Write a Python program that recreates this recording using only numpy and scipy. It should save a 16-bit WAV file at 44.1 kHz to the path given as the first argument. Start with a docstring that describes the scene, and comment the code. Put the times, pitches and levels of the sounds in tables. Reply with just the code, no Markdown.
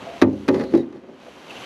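"""A sleeve rustles close to the microphone as an arm shifts a landing net in a small aluminium boat.
Three knocks follow: the net's frame strikes the plating, which clacks and clangs while the hull booms.
Around them loose gear bounces, drags, squeaks faintly and rubs on the metal, so the hull murmurs.
The sleeve swells again at the end; calm water and air lie quietly behind it all. Mono."""
import sys
import numpy as np
from scipy import signal
from scipy.io import wavfile

SR = 44100
rng = np.random.default_rng(int(sys.argv[2]) if len(sys.argv) > 2 else 0)


def put_to_file(sound):
    """Save the sound as 16-bit audio at rate SR, in the file named by the first command-line argument."""
    columns = np.atleast_2d(sound).T  # one column per channel
    safe = np.clip(columns, -1, 1)
    whole_steps = np.round(safe * 32767)
    wavfile.write(sys.argv[1], SR, whole_steps.astype(np.int16))


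N = 72765
TIME = np.arange(N) / SR

# low modes of the hull: f/Hz, t60/s, level/dB at the first, second and third spot struck
HULL_MODES = [(73.8, 1, -32.5, -40, -63.5), (101.9, 0.46, -19, -31.5, -33.5),
              (151.7, 0.42, -26.5, -34, -29), (206.8, 0.65, -21.5, -30.5, -41),
              (235.1, 0.52, -42, -28.5, -20), (264.3, 0.3, -10, -17.5, -16.5),
              (281.3, 0.18, -8, -10.5, -37), (306.4, 0.38, -10, -34, -27.5), (340, 0.27, -10, -18, -4.5),
              (378.6, 0.25, -19, -13.5, -20), (435.6, 0.23, -25, -27, -48), (531, 0.22, -22, -17, -38.5),
              (573.5, 0.21, -18.5, -22.5, -39), (654, 0.16, -55, -36.5, -38.5),
              (830.6, 0.21, -28, -27.5, -35)]
# ring time of the plating's dense upper modes: f/Hz, t60/s
PLATING_T60 = [(200, 0.12), (600, 0.19), (1000, 0.11), (1600, 0.071), (4000, 0.036), (12000, 0.013)]
TICK_T60_S, CLANG_RISE_S = 0.041, 0.00023


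def from_db(db):
    """Decibels to gain."""
    return 10 ** (np.asarray(db) / 20)


def rms_one(x):
    """Scale to unit rms."""
    return x / np.sqrt(np.mean(x ** 2) + 1e-20)


def at_hz(points, hz):
    """Read a table on a log-frequency axis."""
    f, value = np.transpose(points)
    return np.interp(np.log(hz), np.log(f), value)


def level_curve(rows):
    """Gain over time from rows of t/s, level/dB."""
    return from_db(np.interp(TIME, *np.transpose(rows)))


def butter(x, hz, kind, order=2):
    """Causal Butterworth filter."""
    sos = signal.butter(order, np.clip(hz, 10, .45 * SR), kind, fs=SR, output="sos")
    return signal.sosfilt(sos, x + 1e-18)


def drift(rate_hz):
    """Random wander of unit rms."""
    return rms_one(butter(rng.standard_normal(2 * N), rate_hz, "low")[N:])


def delayed(x, s):
    """The sound x starting at time s."""
    return np.concatenate([np.zeros(max(int(s * SR), 0)), x])[:N]


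def noise_bands(spectrum):
    """Third-octave noises with the given colour, together of unit rms, and their centres."""
    edges = 40 * 2 ** (np.arange(27) / 3)
    centres = np.sqrt(edges[1:] * edges[:-1])
    white = rng.standard_normal((2, N + SR // 10))
    bands = np.array([from_db(at_hz(spectrum, hz)) * butter(white[k % 2], edges[k:k + 2], "band")[-N:]
                      for k, hz in enumerate(centres)])
    return bands / bands.sum(0).std(), centres[:, None]


def sleeve():
    """Cloth rubs in fine grains close to the microphone, its brightness shifting as the arm moves."""
    # colour of the cloth: f/Hz, relative density/dB
    colour = [(40, -14), (60, 2), (90, -4.5), (130, -1.5), (300, 2), (600, 3), (1000, -0.5), (1700, -6.5),
              (2800, -4.5), (3700, -11), (4500, -12), (5300, -21.5), (6300, -12.5), (8300, -29.5),
              (11500, -26.5), (14000, -46.5)]
    # strength of the rustle: t/s, level/dB
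    loudness = [(0, -39), (0.03, -37.5), (0.12, -41), (0.2, -40), (0.26, -54), (0.42, -50), (0.75, -48),
                (0.86, -55), (1.0, -57.5), (1.14, -54.5), (1.23, -47), (1.43, -46), (1.51, -40),
                (1.65, -38)]
    # brightness of the rustle: t/s, tilt about 1 kHz/(dB per octave)
    tilt = [(0, -1.2), (0.15, -0.2), (0.4, 1.43), (1.0, -1.4), (1.3, 0.3), (1.65, 0.72)]
    patchy_db, grain_db = 0.25, 1.62
    bands, centres = noise_bands(colour)
    octave_gain = level_curve(tilt)
    cloth = sum(band * from_db(patchy_db * drift(rate_hz=20)) * octave_gain ** np.log2(hz / 1000)
                for band, hz in zip(bands, centres))
    grains = rms_one(from_db(grain_db * drift(rate_hz=520)))
    return level_curve(loudness) * cloth * grains


def calm_water():
    """Water and air all around the boat make a faint, steady, dark noise."""
    # colour of the background: f/Hz, relative density/dB
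    colour = [(40, 9), (90, -11), (270, 7), (500, -5.5), (1000, -3), (3000, -20), (7000, -36), (14000, -58)]
    bands, _ = noise_bands(colour)
    return from_db(-52) * bands.sum(0)


def ring(force, hz, t60):
    """One damped mode."""
    r, c = from_db(-60 / (t60 * SR)), np.cos(2 * np.pi * hz / SR)
    return signal.lfilter([1, -r * c], [1, -2 * r * c, r * r], force + 1e-18)


def hull(force, mode_db):
    """The hull's low modes ring under a force; deep bending waves travel slower and arrive last."""
    out = 0
    for (hz, t60, *_), db in zip(HULL_MODES, mode_db):
        travel_s = 0.0021 * np.sqrt(300 / hz)
        out += from_db(db) * delayed(ring(force, hz, t60), travel_s)
    return out


def push(s, contact_hz):
    """The force of one contact: a rounded click."""
    return butter(delayed(signal.unit_impulse(N), s), contact_hz, "low")


def clang(modes, s, db, tilt_db, t60, rise_s):
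    """Dense metal modes ring out as decaying noise bands, tilted by tilt_db per octave."""
    bands, hz = modes
    size = N // 3
    start, t = rng.integers(size, N - size), TIME[:size]
    decay = from_db(db + tilt_db * np.log2(hz / 1500) - 60 * t / t60)
    attack = 1 - np.exp(-t / rise_s)
    burst = (bands[:, start:start + size] * decay).sum(0) * attack
    return delayed(np.pad(burst, (0, N - size)), s)


def loose_gear(plating):
    """Light gear drags in tiny slips and bounces on the hull, at the spot of the second knock."""
    # strength of the dragging: t/s, level/dB
    drag_level = [(0, -54), (0.48, -38), (0.53, -23.5), (0.58, -23), (0.625, -22.5), (0.68, -40),
                  (0.73, -25.5), (0.8, -24.5), (0.88, -68.5), (0.96, -35), (1.02, -50.5), (1.12, -44),
                  (1.2, -52), (1.65, -58)]
    # how strongly dragging stirs the hull's modes: f/Hz, relative level/dB
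    drag_colour = [(100, -6), (200, 2.5), (240, 8.5), (280, -2.5), (360, 2.5), (550, 1.5)]
    # bounces and light bumps: t/s, boom/dB, clang/dB, clang tilt/(dB per octave)
    bumps = [(0.02, -29, -56, -4), (0.085, -36, -36.5, -1), (0.274, -14.5, -40.5, -9.5),
             (0.328, -12.5, -48.5, 6.5), (0.542, -13.5, -23.5, 0), (0.558, -28, -28, -3.5),
             (0.595, -27, -26, 0), (0.608, -18.5, -25, -1.5), (0.635, -11, -31.5, 0.5),
             (0.749, -14, -30, 3), (0.756, -12, -60, 12), (0.773, -18, -39, 7), (0.829, -31, -44, -1),
             (0.924, -61, -42, 0.5), (0.967, -31, -48, 1), (1.033, -26.5, -48, -4),
             (1.086, -32, -44.5, -3.5), (1.135, -31, -54, -2)]
    slips_per_s, grit_db, contact_hz, scatter_db = 460, -21, 580, 0.5
    mode_hz, _, _, spot_db, _ = np.transpose(HULL_MODES)
    slips = (rng.random(N) < slips_per_s / SR) * rng.choice([-1, 1], N)
    slips = slips * from_db(np.minimum(rng.exponential(1, N), 3))  # uneven by up to 3 dB
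    tick = clang(plating, 0, 0, 0, TICK_T60_S, CLANG_RISE_S)
    grit = rms_one(signal.fftconvolve(slips, tick)[:N])
    murmur = rms_one(hull(butter(slips, contact_hz, "low"), spot_db + at_hz(drag_colour, mode_hz)))
    out = level_curve(drag_level) * (murmur + from_db(grit_db) * grit)
    t60 = at_hz(PLATING_T60, plating[1])
    for s, boom_db, clang_db, tilt_db in bumps:
        force = butter(push(s, contact_hz), 190, "high", order=1)  # too light for much deep boom
        out += hull(force, spot_db + boom_db + scatter_db * rng.standard_normal(len(HULL_MODES)))
        out += clang(plating, s, clang_db, tilt_db, t60, rise_s=0.0026)
    return out


def stroke(s, length, fade_s=0.012):
    """Fade in, hold, fade out."""
    return np.clip(np.minimum(TIME - s, s + length - TIME) / fade_s, 0, 1)


def squeaks():
    """Friction of gear on metal locks into thin, unsteady tones that weaken as they go."""
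    # squeaking slides: t/s, length/s, f/Hz, pitch wander/Hz, starting level/dB
    slides = [(0.062, 0.126, 682, 10, -35.5), (0.754, 0.075, 3855, 80, -50)]
    wander_rate_hz, flicker_db, decay_db_per_s = 80, 3.5, 52
    out = 0
    for s, length, hz, wander_hz, db in slides:
        phase = 2 * np.pi * np.cumsum(hz + wander_hz * drift(wander_rate_hz)) / SR
        gain = from_db(db - decay_db_per_s * np.clip(TIME - s, 0, length)) * stroke(s, length)
        flicker = from_db(flicker_db * drift(wander_rate_hz))
        out += gain * rms_one(np.sin(phase) * flicker)
    return out


def clack(s, db):
    """The frame's hard contact rings a few strong upper modes of the plating."""
    # modes of the clack: f/Hz, t60/s, relative level/dB
    modes = [(896, 0.19, -11.5), (1090, 0.072, -15), (1182, .12, -10), (1470, 0.031, -14),
             (1590, 0.03, -2.5), (1850, 0.097, -14.5), (2060, 0.088, -20.5), (2510, 0.054, -12.5),
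             (3954, 0.063, -16.5)]
    click = delayed(signal.unit_impulse(N), s)
    ringing = sum((-1) ** k * from_db(db + mode_db) * ring(click, hz, t60)
                  for k, (hz, t60, mode_db) in enumerate(modes))
    return butter(ringing, 4000, "low")


def knocks(plating):
    """The net's frame hits three spots: a tick, the plating's clang and clack, then the hull's boom."""
    # one blow per spot: t/s, boom/dB, wash/dB, wash low cut/Hz, clang/dB,
    # clang tilt/(dB per octave), clack/dB, tick/dB, contact low-pass/Hz
    blows = [(0.2207, -1.5, -14, 60, -13.5, 0, -14, -14.5, 925),
             (0.4854, 1, -22, 140, -17, 0.5, -17, -22.5, 890),
             (0.737, -2, -17, 205, -25, -4.5, -36.5, -48, 590)]
    # the wash, a crowd of weaker hull modes that swells after a blow: f/Hz, relative density/dB
    wash_colour = [(60, -37), (120, -9.5), (170, -20.5), (250, 5), (380, -0.5), (550, -26), (900, -41),
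                   (2000, -52), (14000, -88.5)]
    tick_lead_s = 0.0051  # the frame touches just before the blow
    t60 = at_hz(PLATING_T60, plating[1])
    spots = np.transpose(HULL_MODES)[2:]
    weak_modes = noise_bands(wash_colour)
    out = 0
    for blow, spot_db in zip(blows, spots):
        s, boom_db, wash_db, wash_cut_hz, clang_db, tilt_db, clack_db, tick_db, contact_hz = blow
        out += clang(plating, s - tick_lead_s, tick_db, tilt_db=-1, t60=TICK_T60_S, rise_s=CLANG_RISE_S)
        out += clang(plating, s, clang_db, tilt_db, t60, CLANG_RISE_S) + clack(s, clack_db)
        out += hull(push(s, contact_hz), spot_db + boom_db)
        wash = clang(weak_modes, s, wash_db, tilt_db=0, t60=0.44, rise_s=0.0032)
        out += butter(wash, wash_cut_hz, "high")
    return out


def rubs():
    """Short, rough rubs of gear and glove each excite one narrow resonance."""
    # rubbing slides: t/s, length/s, f/Hz, width/Hz, level/dB
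    slides = [(0.571, 0.145, 4150, 600, -55), (1.205, 0.02, 3000, 1000, -47), (1.256, 0.04, 556, 220, -41),
              (1.493, 0.027, 2790, 450, -38), (1.552, 0.032, 2820, 450, -39.5),
              (1.616, 0.045, 2830, 497, -45.5)]
    out = 0
    for s, length, hz, width_hz, db in slides:
        rasp = butter(rng.standard_normal(N), [hz - width_hz / 2, hz + width_hz / 2], "band")
        out += from_db(db) * stroke(s, length) * rms_one(rasp)
    return out


def scene():
    """Sleeve, water, gear and knocks as heard from inside the boat, in mono."""
    # dense upper modes of the aluminium plating: f/Hz, relative density/dB
    plating_colour = [(200, -15), (500, 8.5), (740, -4.5), (900, -1.5), (1150, -1.5), (1380, -9.5),
                      (1650, -0.5), (2100, -7.5), (3000, -13), (4500, -10), (6200, -17), (8000, -39.5),
                      (10500, -7), (12000, -39), (14000, -50)]
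    plating = noise_bands(plating_colour)
    return (sleeve() + calm_water() + loose_gear(plating) + squeaks() + knocks(plating) + rubs())[None]


def record(dry):
    """The microphone drops the deep bass, colours the treble, rounds the peaks and cuts the top."""
    # resonances and dips of the microphone housing: f/Hz, width/Hz, gain/dB
    housing = [(4460, 510, 0.5), (5050, 660, -5), (6000, 790, 1.5), (8140, 1060, -4)]
    low_cut_hz, rolloff_hz, cutoff_hz = 75, 12200, 14800
    x = butter(dry, low_cut_hz, "high", order=4)
    x = butter(x, rolloff_hz, "low", order=4)
    for hz, width_hz, db in housing:
        x = x + (from_db(db) - 1) * butter(x, [hz - width_hz / 2, hz + width_hz / 2], "band", order=1)
    x = x / (1 + x ** 6) ** (1 / 6)  # soft clipping
    return signal.sosfilt(signal.cheby2(12, 70, cutoff_hz, fs=SR, output="sos"), x)


dry = scene()
out = record(dry)
put_to_file(out)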